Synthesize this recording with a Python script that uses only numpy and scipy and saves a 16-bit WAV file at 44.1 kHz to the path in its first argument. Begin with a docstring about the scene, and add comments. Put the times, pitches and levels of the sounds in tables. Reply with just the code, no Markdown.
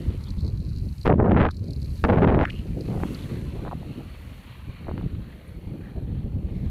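"""An uneven low rumble: wind on an open beach buffets a small microphone.
Two blasts tear across its port in strings of roaring surges, while single eddies thump, pop and crackle.
Behind the wind, small waves lap and bubble, and their foam fizzes into the sand.
Loud wind ducks the treble and a limiter holds the peaks."""
import sys
import numpy as np
from scipy import signal
from scipy.fft import rfft, irfft, next_fast_len
from scipy.io import wavfile
from scipy.ndimage import uniform_filter1d, minimum_filter1d, map_coordinates

SR = 44100
rng = np.random.default_rng(int(sys.argv[2]) if len(sys.argv) > 2 else 0)


def master_out(mix):
    """Clip the mix to full scale and print it as 16-bit PCM to the path in sys.argv[1]."""
    frames = np.transpose(np.atleast_2d(mix))
    ceiling = np.clip(frames, -1, 1)
    pcm = np.round(ceiling * 32767).astype(np.int16)
    wavfile.write(sys.argv[1], SR, pcm)


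N = 295470


def amp(db):
    """Decibels to gain."""
    return 10 ** (np.asarray(db) / 20)


def unit(x):
    """Scale to rms 1."""
    return x / np.sqrt(np.mean(x ** 2) + 1e-20)


def clock():
    """The time of each sample, in seconds."""
    return np.arange(N) / SR


def automation(rows):
    """One breakpoint curve for each column after the time."""
    times, *columns = np.transpose(rows)
    return [np.interp(clock(), times, column) for column in columns]


def gate(start_s, end_s, fade_s):
    """Open between two times, with a linear fade centred on each."""
    return np.clip(np.minimum(clock() - start_s, end_s - clock()) / fade_s + .5, 0, 1)


def wobble(rate_hz):
    """A smooth random modulator without extreme swings."""
    knots = np.clip(rng.standard_normal(N // 20), -2, 2)
    t = clock()
    coarse = map_coordinates(knots, [t[::20] * rate_hz], mode="mirror")
    return np.interp(t, t[::20], coarse)


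def impulse_response(eq, size=8192):
    """The minimum-phase response of an EQ curve of (freq_hz, gain_db) points."""
    hz, db = np.transpose(eq)
    gain_db = np.interp(np.log(np.fft.rfftfreq(size, 1 / SR) + 1), np.log(hz), db)
    cepstrum = irfft(np.log(amp(gain_db)))
    cepstrum[1:size // 2] *= 2
    cepstrum[size // 2 + 1:] = 0
    return irfft(np.exp(rfft(cepstrum))) * np.hanning(2 * size)[size:]


def colour(x, eq):
    """Run x through an EQ curve and scale it to rms 1."""
    return unit(signal.fftconvolve(x, impulse_response(eq))[:N])


def rush(eq, swell_db):
    """Coloured noise of rms 1 whose drive swells and sinks."""
    return colour(rng.standard_normal(N) * amp(swell_db), eq)


def steady(x, window_s):
    """Even out the slow swells of a noise and keep its fast grain."""
    power = np.abs(uniform_filter1d(x ** 2, int(window_s * SR)))
    return x / np.sqrt(power + 1e-4)


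def patchy(x, depth_db):
    """Patches of random gain, a few hundred Hz wide, come and go in a noise."""
    spectrogram = signal.stft(x, nperseg=512)[2]
    patches = uniform_filter1d(rng.standard_normal(spectrogram.shape), size=4, axis=0)
    patches = unit(uniform_filter1d(patches, size=40, axis=1))
    return unit(signal.istft(spectrogram * amp(depth_db * patches), nperseg=512)[1][:N])


def snaps(per_s):
    """Sudden pressure jumps of random size and timing."""
    return unit(rng.standard_normal(N) * (rng.random(N) < per_s / SR))


def bursts(rows, width, fade_s, grain_db):
    """One burst of grainy band noise a row; width is a share of the centre frequency."""
    out = np.zeros(N)
    drive = rng.standard_normal(N) * amp(grain_db * wobble(300))
    for start, length, hz, db in rows:
        band = signal.butter(2, [hz / (1 + width), hz * (1 + width)], "band", fs=SR, output="sos")
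        noise = steady(unit(signal.sosfilt(band, drive)), window_s=0.28)
        out += amp(db) * gate(start, start + length, fade_s) * noise
    return out


def pings(start_s, pitch_hz, level_db, rise_cycles):
    """Short sine rings that peak after rise_cycles of their pitch, then die."""
    offsets = np.arange(3000)
    cycles = pitch_hz[:, None] * offsets / SR
    age = cycles / rise_cycles
    rings = amp(level_db)[:, None] * age * np.exp(1 - age) * np.sin(2 * np.pi * cycles)
    positions = np.round(start_s * SR).astype(int)[:, None] + offsets
    return np.bincount(positions.ravel(), rings.ravel(), N)[:N]


# airy top of the spent foam: freq_hz, gain_db
FIZZ_EQ = [(7000, -30), (9500, -2), (12000, -4), (14700, -1), (15500, -22.5)]
# foam draining after the largest wave: time_s, level_db
FIZZ_LEVELS = [(3.2, -88.5), (3.7, -74), (4.3, -70), (4.9, -74), (5.6, -72.5), (6.3, -77.5)]
def fizz(grain_db=2):
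    """Spent foam fizzes brightly as it sinks into the sand."""
    level_db, = automation(FIZZ_LEVELS)
    return amp(level_db) * rush(FIZZ_EQ, grain_db * wobble(500))


# midrange wash of the water: freq_hz, gain_db
WASH_EQ = [(150, -26.5), (500, 10), (850, 3), (1200, 5), (1500, 1.5), (2400, 3.5), (3000, 1), (3450, -3),
           (4300, -0.5), (4700, -10.5), (5200, -64), (9000, -44)]
# bright hiss of fresh foam: freq_hz, gain_db
FOAM_EQ = [(2000, -16.5), (4500, 0.5), (6000, 3), (8000, 1), (10500, 3.5), (12500, 2.5), (14500, -4.5),
           (15700, -12.5)]
# rise and fall of the small waves: time_s, wash_db, foam_db
SEA_LEVELS = [(0, -52.5, -63), (.6, -63, -69.5), (1, -62, -63), (1.599, -65.5, -70.5), (2, -58, -60.5),
              (2.7, -56.5, -66), (3.1, -48.5, -57), (3.7, -53, -67.5), (4.35, -53, -66.5),
              (4.8, -52.5, -71.5), (5.5, -58, -72), (6.35, -60, -75), (6.7, -57, -69.5)]
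# single wavelets spilling over: start_s, length_s, centre_hz, level_db
SPILLS = [(.05, 0.51, 975, -63.5), (3.17, 0.074, 3400, -52.5), (3.85, 0.75, 2300, -63.5),
          (5.18, 0.37, 1730, -62.5), (5.3, 1.25, 515, -57.5), (5.6, 1.3, 727, -61.5),
          (5.8, 0.12, 1680, -58), (6.53, 0.15, 2100, -61), (6.52, 0.29, 3770, -67)]
def waves(wash_trim_db=-1, lap_db=1.0, splash_db=1.7):
    """Wavelets lap and spill at shifting pitches; their foam hisses on the sand."""
    wash_db, foam_db = automation(SEA_LEVELS)
    water = rush(WASH_EQ, lap_db * wobble(12) + splash_db * wobble(200))
    water = steady(patchy(water, depth_db=1.7), window_s=.3)
    spills = bursts(SPILLS, width=0.18, fade_s=0.068, grain_db=4.0)
    foam = rush(FOAM_EQ, 1.5 * wobble(660))
    return amp(wash_db + wash_trim_db) * water + spills + amp(foam_db) * foam


def bubbles(trim_db=-14, low_hz=780, high_hz=3900, spread_db=3.5, count=1100):
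    """A crowd of tiny bubbles rings in the lapping water and follows its loudness."""
    when, pitch, size = rng.random((count, 3)).T
    start_s = when * N / SR
    pitch_hz = low_hz * (high_hz / low_hz) ** pitch
    times, wash_db, _ = np.transpose(SEA_LEVELS)
    accent_db = spread_db * np.minimum(-np.log(size), 2)
    level_db = np.interp(start_s, times, wash_db) + trim_db + accent_db
    return pings(start_s, pitch_hz, level_db, rise_cycles=10.7)


# bass weight of the large eddies: freq_hz, gain_db
RUMBLE_EQ = [(12, -29), (25, -13.5), (45, -3.5), (75, 0), (110, -4.5), (150, -10), (220, -14.5),
             (400, -34.5), (700, -75), (1500, -120)]
# low mids of the smaller eddies: freq_hz, gain_db
FLUTTER_EQ = [(60, -25.5), (120, 0), (170, 1), (230, -7), (300, -6.5), (400, -13), (550, -20.5), (750, -32),
              (1200, -65), (3000, -101)]
# the bed of breeze at the microphone: time_s, rumble_db, flutter_db
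WIND_LEVELS = [(0, -33, -39.5), (.25, -31.5, -50), (.45, -28, -41), (.88, -32, -51.5), (.97, -36, -84),
               (1.65, -32, -38), (2, -29, -46), (2.55, -33.5, -37.5), (2.8, -35, -34), (3, -30, -29.5),
               (3.2, -38, -33.5), (3.5, -33, -36), (4, -42.5, -39), (4.17, -40.5, -51), (4.45, -43, -57),
               (4.8, -43, -45.5), (4.97, -30.5, -36.5), (5.42, -45.5, -48.5), (5.7, -35.5, -38.5),
               (5.9, -41, -42.5), (6.08, -31.5, -36), (6.7, -28.5, -38.5)]
# soft shoves as the biggest eddies pass: centre_s, gain_db
SHOVES = [(0.086, 6.5), (0.461, 4.5), (.77, 2.5), (0.859, 8), (1.194, 3.5), (1.305, 2.5), (1.81, 3),
          (2.73, 4), (3.15, -2.5), (4.3, 2.5), (4.69, 7.5), (5.049, 5), (5.173, 7), (5.985, 4.5),
          (6.37, 0.5)]
def buffeting(rumble_trim_db=1, rumble_heave_db=-21, flutter_heave_db=-21.5, shove_s=0.035):
    """Large eddies rumble and shed smaller ones that flutter higher up. 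Both heave with a blast."""
    rumble_db, flutter_db = automation(WIND_LEVELS)
    shove_db = sum(db * np.exp(-((clock() - centre) / shove_s) ** 2) for centre, db in SHOVES)
    heave = blast_gate()
    eddies, swell = wobble(35), wobble(22)
    rumble = steady(rush(RUMBLE_EQ, 3.5 * eddies), window_s=0.091)
    flutter = steady(rush(FLUTTER_EQ, 4.5 * eddies + 2 * wobble(150)), window_s=0.053)
    # the rumble sinks as the flutter swells
    rumble_gain = np.hypot(amp(rumble_db + rumble_trim_db - 1.46 * swell), amp(rumble_heave_db) * heave)
    flutter_gain = np.hypot(amp(flutter_db + 2.4 * swell), amp(flutter_heave_db) * heave)
    return amp(shove_db) * (rumble_gain * rumble + flutter_gain * flutter)


# thin edge of the crackle and ticks, peaking near 4 kHz: freq_hz, gain_db
CRACKLE_EQ = [(2500, -53), (3600, -6), (4050, 11.5), (4400, 12), (5200, -1), (7000, -10), (9000, -14),
              (12500, -15.5), (15000, -41)]
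def crackle(hold_db=-61, hold_until_s=2.7, fade_db_per_s=14, flicker_db=3, hiss_db=-5.0, snap_db=-5.5):
    """Wind crackles finely in the port, drops out under the blasts and then dies away."""
    level_db = hold_db - fade_db_per_s * np.maximum(clock() - hold_until_s, 0)
    hiss = amp(hiss_db) * rush(CRACKLE_EQ, 4 * wobble(260))
    snapping = amp(snap_db) * colour(snaps(per_s=110), CRACKLE_EQ)
    return amp(level_db + flicker_db * wobble(12)) * (1 - blast_gate()) * (hiss + snapping)


# thin treble sputters: start_s, length_s, centre_hz, level_db
SPUTTERS = [(.145, .025, 2850, -61), (.255, .04, 3400, -59), (.375, .025, 3550, -59),
            (1.975, .04, 3900, -60), (2.506, .06, 2720, -52.5), (2.565, .055, 2850, -56),
            (2.62, .05, 3000, -62), (5.476, .024, 10000, -66.5)]
def sputters(trim_db=1):
    """Thin sputters, each in a narrow band of treble; a few trail the second blast."""
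    return amp(trim_db) * bursts(SPUTTERS, width=0.09, fade_s=0.0017, grain_db=6.5)


# ticks that stand out of the crackle: start_s, level_db
TICKS = [(0.237, -40), (.284, -45), (0.304, -39), (0.405, -39.5), (0.446, -44), (.464, -42), (0.4773, -37),
         (0.573, -43), (.602, -44), (.69, -46), (.759, -42.5), (.783, -45), (.797, -48), (.888, -47),
         (.925, -48), (.981, -46), (1.012, -39), (1.03, -36), (1.509, -32), (1.543, -47), (1.567, -41.5),
         (1.592, -49), (1.64, -48), (1.682, -47), (1.706, -39), (1.732, -38), (1.761, -45.5),
         (1.817, -42.5), (1.827, -45), (1.845, -40.5), (1.857, -46), (1.904, -49), (1.916, -46),
         (1.955, -45), (2.808, -36), (3.146, -34)]
def ticks(trim_db=-5, rise_s=.0018, grain_db=3):
    """Each thin tick is a pinch of fine crackle that swells and dies within milliseconds."""
    envelope = np.zeros(N)
    age = np.arange(SR // 20) / SR / rise_s
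    for start, db in TICKS:
        envelope[round(start * SR):][:len(age)] += amp(db) * age * np.exp(1 - age)
    return amp(trim_db) * envelope * steady(rush(CRACKLE_EQ, grain_db * wobble(700)), window_s=0.013)


# breathy body of a puff: freq_hz, gain_db
PUFF_EQ = [(100, -9), (300, 4.5), (700, 5), (1200, -5.5), (1800, -11), (3000, -94), (6000, -49)]
# brief puffs of air: start_s, length_s, level_db, cutoff_hz
PUFFS = [(0.056, 0.11, -41.5, 362), (0.421, 0.093, -47, 380), (0.602, 0.051, -47, 400),
         (.82, 0.055, -45, 390), (1.62, 0.036, -41.5, 450), (2.899, 0.15, -41, 1470),
         (3.547, 0.073, -47, 1110), (3.654, 0.031, -37, 1900), (3.82, 0.024, -43.5, 900),
         (4.002, 0.015, -41, 750), (4.88, 0.024, -37.5, 700), (5.961, 0.028, -39, 654)]
def puffs(ragged_db=4):
    """Puffs graze the port and sputter for a moment; softer air sounds duller."""
    out = np.zeros(N)
    air = rush(PUFF_EQ, ragged_db * wobble(220))
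    for start, length, db, cutoff_hz in PUFFS:
        lowpass = signal.butter(5, cutoff_hz, fs=SR, output="sos")
        dull_air = steady(unit(signal.sosfilt(lowpass, air)), window_s=.05)
        out += amp(db) * gate(start, start + length, fade_s=0.017) * dull_air
    return out


# hollow pops in one quick run: start_s, pitch_hz, level_db
CHIRR_POPS = [(3.7129, 970, -26), (3.72, 955, -26.5), (3.7274, 854, -26.5), (3.731, 690, -23.5)]
def chirr():
    """A quick rattle of hollow pops that fall in pitch."""
    return pings(*np.transpose(CHIRR_POPS), rise_cycles=0.64)


# tone of one pressure pulse: freq_hz, gain_db
POP_EQ = [(60, 24.5), (250, -1.5), (800, 13), (1500, 5), (2500, -2), (4200, -15.5), (6000, -29.5),
          (10000, -33.5), (15000, -59.5)]
# sharp eddies hitting the port: start_s, level_db, cutoff_hz
POPS = [(1.057, -14, 13000), (1.067, -7.5, 4000), (1.077, -6, 13000), (1.095, -23, 6000),
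        (1.101, -11.5, 3180), (1.1265, -13.5, 2700), (1.201, -11.5, 2070), (1.23, -21.5, 2000),
        (1.247, -26.5, 2960), (1.297, -19, 3000), (1.318, -9.5, 4000), (1.347, -15.5, 2190),
        (1.365, -11.5, 2400), (1.375, -12, 4000), (1.402, -12.5, 5000), (1.416, -7.5, 4470),
        (1.453, -8, 6000), (1.488, -19, 5000), (2.041, -7, 8000), (2.09, -14, 4500), (2.1, -14, 4500),
        (2.131, -17, 3500), (2.159, -19, 3500), (2.177, -16, 2400), (2.22, -17, 3500), (2.234, -19, 4500),
        (2.247, -10, 4000), (2.276, -13.5, 5000), (2.293, -20, 2980), (2.302, -14, 6000),
        (2.347, -12, 6000), (2.391, -10, 3500), (2.412, -10.5, 6000), (2.887, -32, 880), (2.917, -38, 1400),
        (2.953, -35, 1300), (3.035, -14, 2520), (3.651, -25, 1700), (3.68, -23, 1700), (3.69, -30, 1400),
        (4.869, -29, 1000), (4.883, -24.5, 1600), (4.892, -25, 1600), (4.913, -25.5, 1300),
        (4.979, -24.5, 7000), (5.012, -31, 1600), (5.029, -34, 750), (5.974, -48, 800)]
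def pops():
    """Each sharp eddy is one pressure pulse, a push or a pull; grazing ones are duller."""
    out = np.zeros(N + SR)
    pulse = impulse_response(POP_EQ)
    for start, db, cutoff_hz in POPS:
        pop = signal.sosfilt(signal.butter(4, cutoff_hz, fs=SR, output="sos"), pulse)
        polarity = rng.choice([-1, 1])
        out[round(start * SR):][:len(pop)] += amp(db) * polarity * pop / np.abs(pop).max()
    return out[:N]


# the heaviest single hits: centre_s, pitch_hz, level_db
THUMPS = [(1.1118, 423, -8), (1.115, 477, -7.5), (1.1251, 300, -7.5), (1.137, 130, -8.5), (1.159, 169, -10),
          (1.185, 260, -18), (1.195, 151, -5), (1.21, 330, -16), (1.23, 236, -10), (1.295, 170, -7),
          (1.333, 250, -11), (1.364, 160, -9), (1.408, 190, -9), (2.111, 230, -14.5), (2.142, 129.5, -12),
          (2.175, 142, -12.5), (2.223, 148.7, -8), (2.241, 161, -11), (2.273, 194, -10.5),
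          (2.341, 210, -13), (2.377, 220, -10), (2.39, 199, -14), (2.888, 260, -18.5), (2.954, 260, -18.5),
          (3.036, 282, -15.5), (3.753, 160, -21.5), (4.888, 300, -23), (4.913, 320, -24), (4.941, 150, -20),
          (4.977, 173, -20.5), (5.041, 187, -21)]
def thumps():
    """A heavy eddy shoves the diaphragm once, with a suck before and after."""
    out = np.zeros(N)
    for centre, hz, db in THUMPS:
        phase_squared = (np.pi * hz * (clock() - centre)) ** 2
        out += amp(db) * (1 - 2 * phase_squared) * np.exp(-np.minimum(phase_squared, 50))
    return out


# thin flicks that end each blast: start_s, length_s, centre_hz, level_db
BLAST_TAILS = [(1.463, 0.019, 700, -36), (1.467, 0.0113, 1490, -44), (1.486, 0.005, 1160, -24),
               (1.491, 0.022, 1300, -52), (2.424, 0.02, 764, -29.5), (2.428, 0.0206, 1540, -34),
               (2.451, 0.0055, 1800, -24.5), (2.456, 0.041, 1600, -43), (2.498, 0.0084, 2620, -37)]
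def blast_tails():
    """Thin flicks of band noise, rising in pitch, end each blast."""
    return bursts(BLAST_TAILS, width=0.24, fade_s=0.0014, grain_db=4.0)


# roaring body of a blast: freq_hz, gain_db
ROAR_EQ = [(80, -15), (160, 0.5), (290, 2), (420, 4.5), (550, 1.5), (800, -3.5), (1200, -13.5), (1800, -23),
           (3000, -57), (6000, -56), (11000, -89)]
# its tearing edge: freq_hz, gain_db
RASP_EQ = [(400, -2.5), (900, 3.5), (1400, 3), (2000, -2), (2800, -10.5), (3600, -19.5), (4400, -21.5),
           (5500, -27.5), (8000, -54), (15000, -82.5)]
# surges of the two blasts, straight into the port: start_s, end_s, roar_db, rasp_db
SURGES = [(1.051, 1.067, -25.5, -29.5), (1.075, 1.079, -13, -21), (1.092, 1.102, -12, -34),
          (1.108, 1.121, -19, -44), (1.136, 1.142, -22, -41), (1.153, 1.157, -34, -48),
          (1.177, 1.186, -33, -56), (1.189, 1.212, -17.5, -51), (1.221, 1.228, -19, -50),
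          (1.24, 1.273, -19.5, -45), (1.278, 1.301, -23, -47), (1.307, 1.321, -15, -32),
          (1.325, 1.36, -28, -42), (1.364, 1.39, -21, -29), (1.391, 1.423, -21.5, -26),
          (1.427, 1.438, -22.5, -28.5), (1.444, 1.467, -22, -27.5), (2.037, 2.052, -25.5, -21.5),
          (2.062, 2.072, -25, -46), (2.083, 2.107, -16, -27.5), (2.12, 2.148, -18.5, -32),
          (2.155, 2.161, -19, -39), (2.17, 2.193, -21.5, -31.5), (2.201, 2.213, -26, -43),
          (2.216, 2.247, -16, -29), (2.254, 2.27, -27, -48), (2.27, 2.302, -20, -30),
          (2.31, 2.332, -18.5, -34), (2.34, 2.356, -20.5, -29), (2.364, 2.385, -22.5, -40),
          (2.397, 2.421, -20.5, -31.5)]
def blasts(roar_trim_db=-1.5, rasp_trim_db=-2, hiss_db=-9, attack_s=0.0026, release_s=0.0033):
    """Eddies peel off the port one by one; each surge roars and breaks into a rasp of tiny snaps."""
    envelopes = np.zeros((2, N))
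    t = clock()
    for start, end, roar_db, rasp_db in SURGES:
        active = (t >= start) & (t < end + 10 * release_s)
        release = np.exp(-np.maximum(t[active] - end, 0) / release_s)
        envelopes[0, active] += release * amp(roar_db + roar_trim_db)
        envelopes[1, active] += release * amp(rasp_db + rasp_trim_db)
    attack = np.hanning(int(attack_s * SR) + 2)
    roar_gain, rasp_gain = signal.fftconvolve(envelopes, [attack / attack.sum()], axes=1)[:, :N]
    grain = wobble(400)  # roughens roar and rasp together
    drive = snaps(per_s=800) + amp(hiss_db) * rng.standard_normal(N)
    rasp = steady(colour(drive * amp(2 * grain), RASP_EQ), window_s=0.022)
    roar = steady(rush(ROAR_EQ, 3 * grain), window_s=0.018)
    flicker_db = wobble(110)
    return amp(flicker_db) * (roar_gain * roar + rasp_gain * rasp)


def blast_gate(lag_s=0.015, fade_s=0.031):
    """Opens toward 1 while a blast lies on the port and closes to 0 after it."""
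    return np.max([gate(start + lag_s / 2, end + lag_s, fade_s) for start, end, *_ in SURGES], axis=0)


def scene():
    """Wind at the port up front, the sea behind it, in mono."""
    wind = buffeting() + blasts()
    accents = blast_tails() + thumps() + puffs() + pops() + ticks() + crackle() + sputters() + chirr()
    sea = waves() + fizz() + bubbles()
    return (wind + accents + sea)[None]


def duck_treble(x, split_hz=4050, threshold_db=-22, memory_s=0.081, floor_db=-26):
    """A suppressor turns the treble down while the last moments were loud."""
    size = int(memory_s * SR)
    power = signal.fftconvolve(x[0] ** 2, np.ones(size) / size)[:N]
    low = signal.sosfiltfilt(signal.butter(6, split_hz, fs=SR, output="sos"), x)
    treble_gain = 1 / np.hypot(1, power / amp(threshold_db) ** 2)
    return low + (x - low) * np.maximum(treble_gain, amp(floor_db))


def limiter(x, ceiling=.49, window_samples=441):
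    """The gain dips smoothly around each peak to hold it under the ceiling."""
    needed = np.minimum(1, ceiling / (np.abs(x) + 1e-9))
    return x * uniform_filter1d(minimum_filter1d(needed, window_samples), window_samples)


def band_limit(x, top_hz=15700):
    """A brick-wall low-pass."""
    size = next_fast_len(N + SR // 2)
    passband = np.fft.rfftfreq(size, 1 / SR) < top_hz
    return irfft(rfft(x, size) * passband, size)[..., :N]


def record(dry):
    """Loud wind ducks the treble, a fast limiter holds the peaks and the very top is cut."""
    return band_limit(limiter(duck_treble(dry)))


dry = scene()
out = record(dry)
master_out(out)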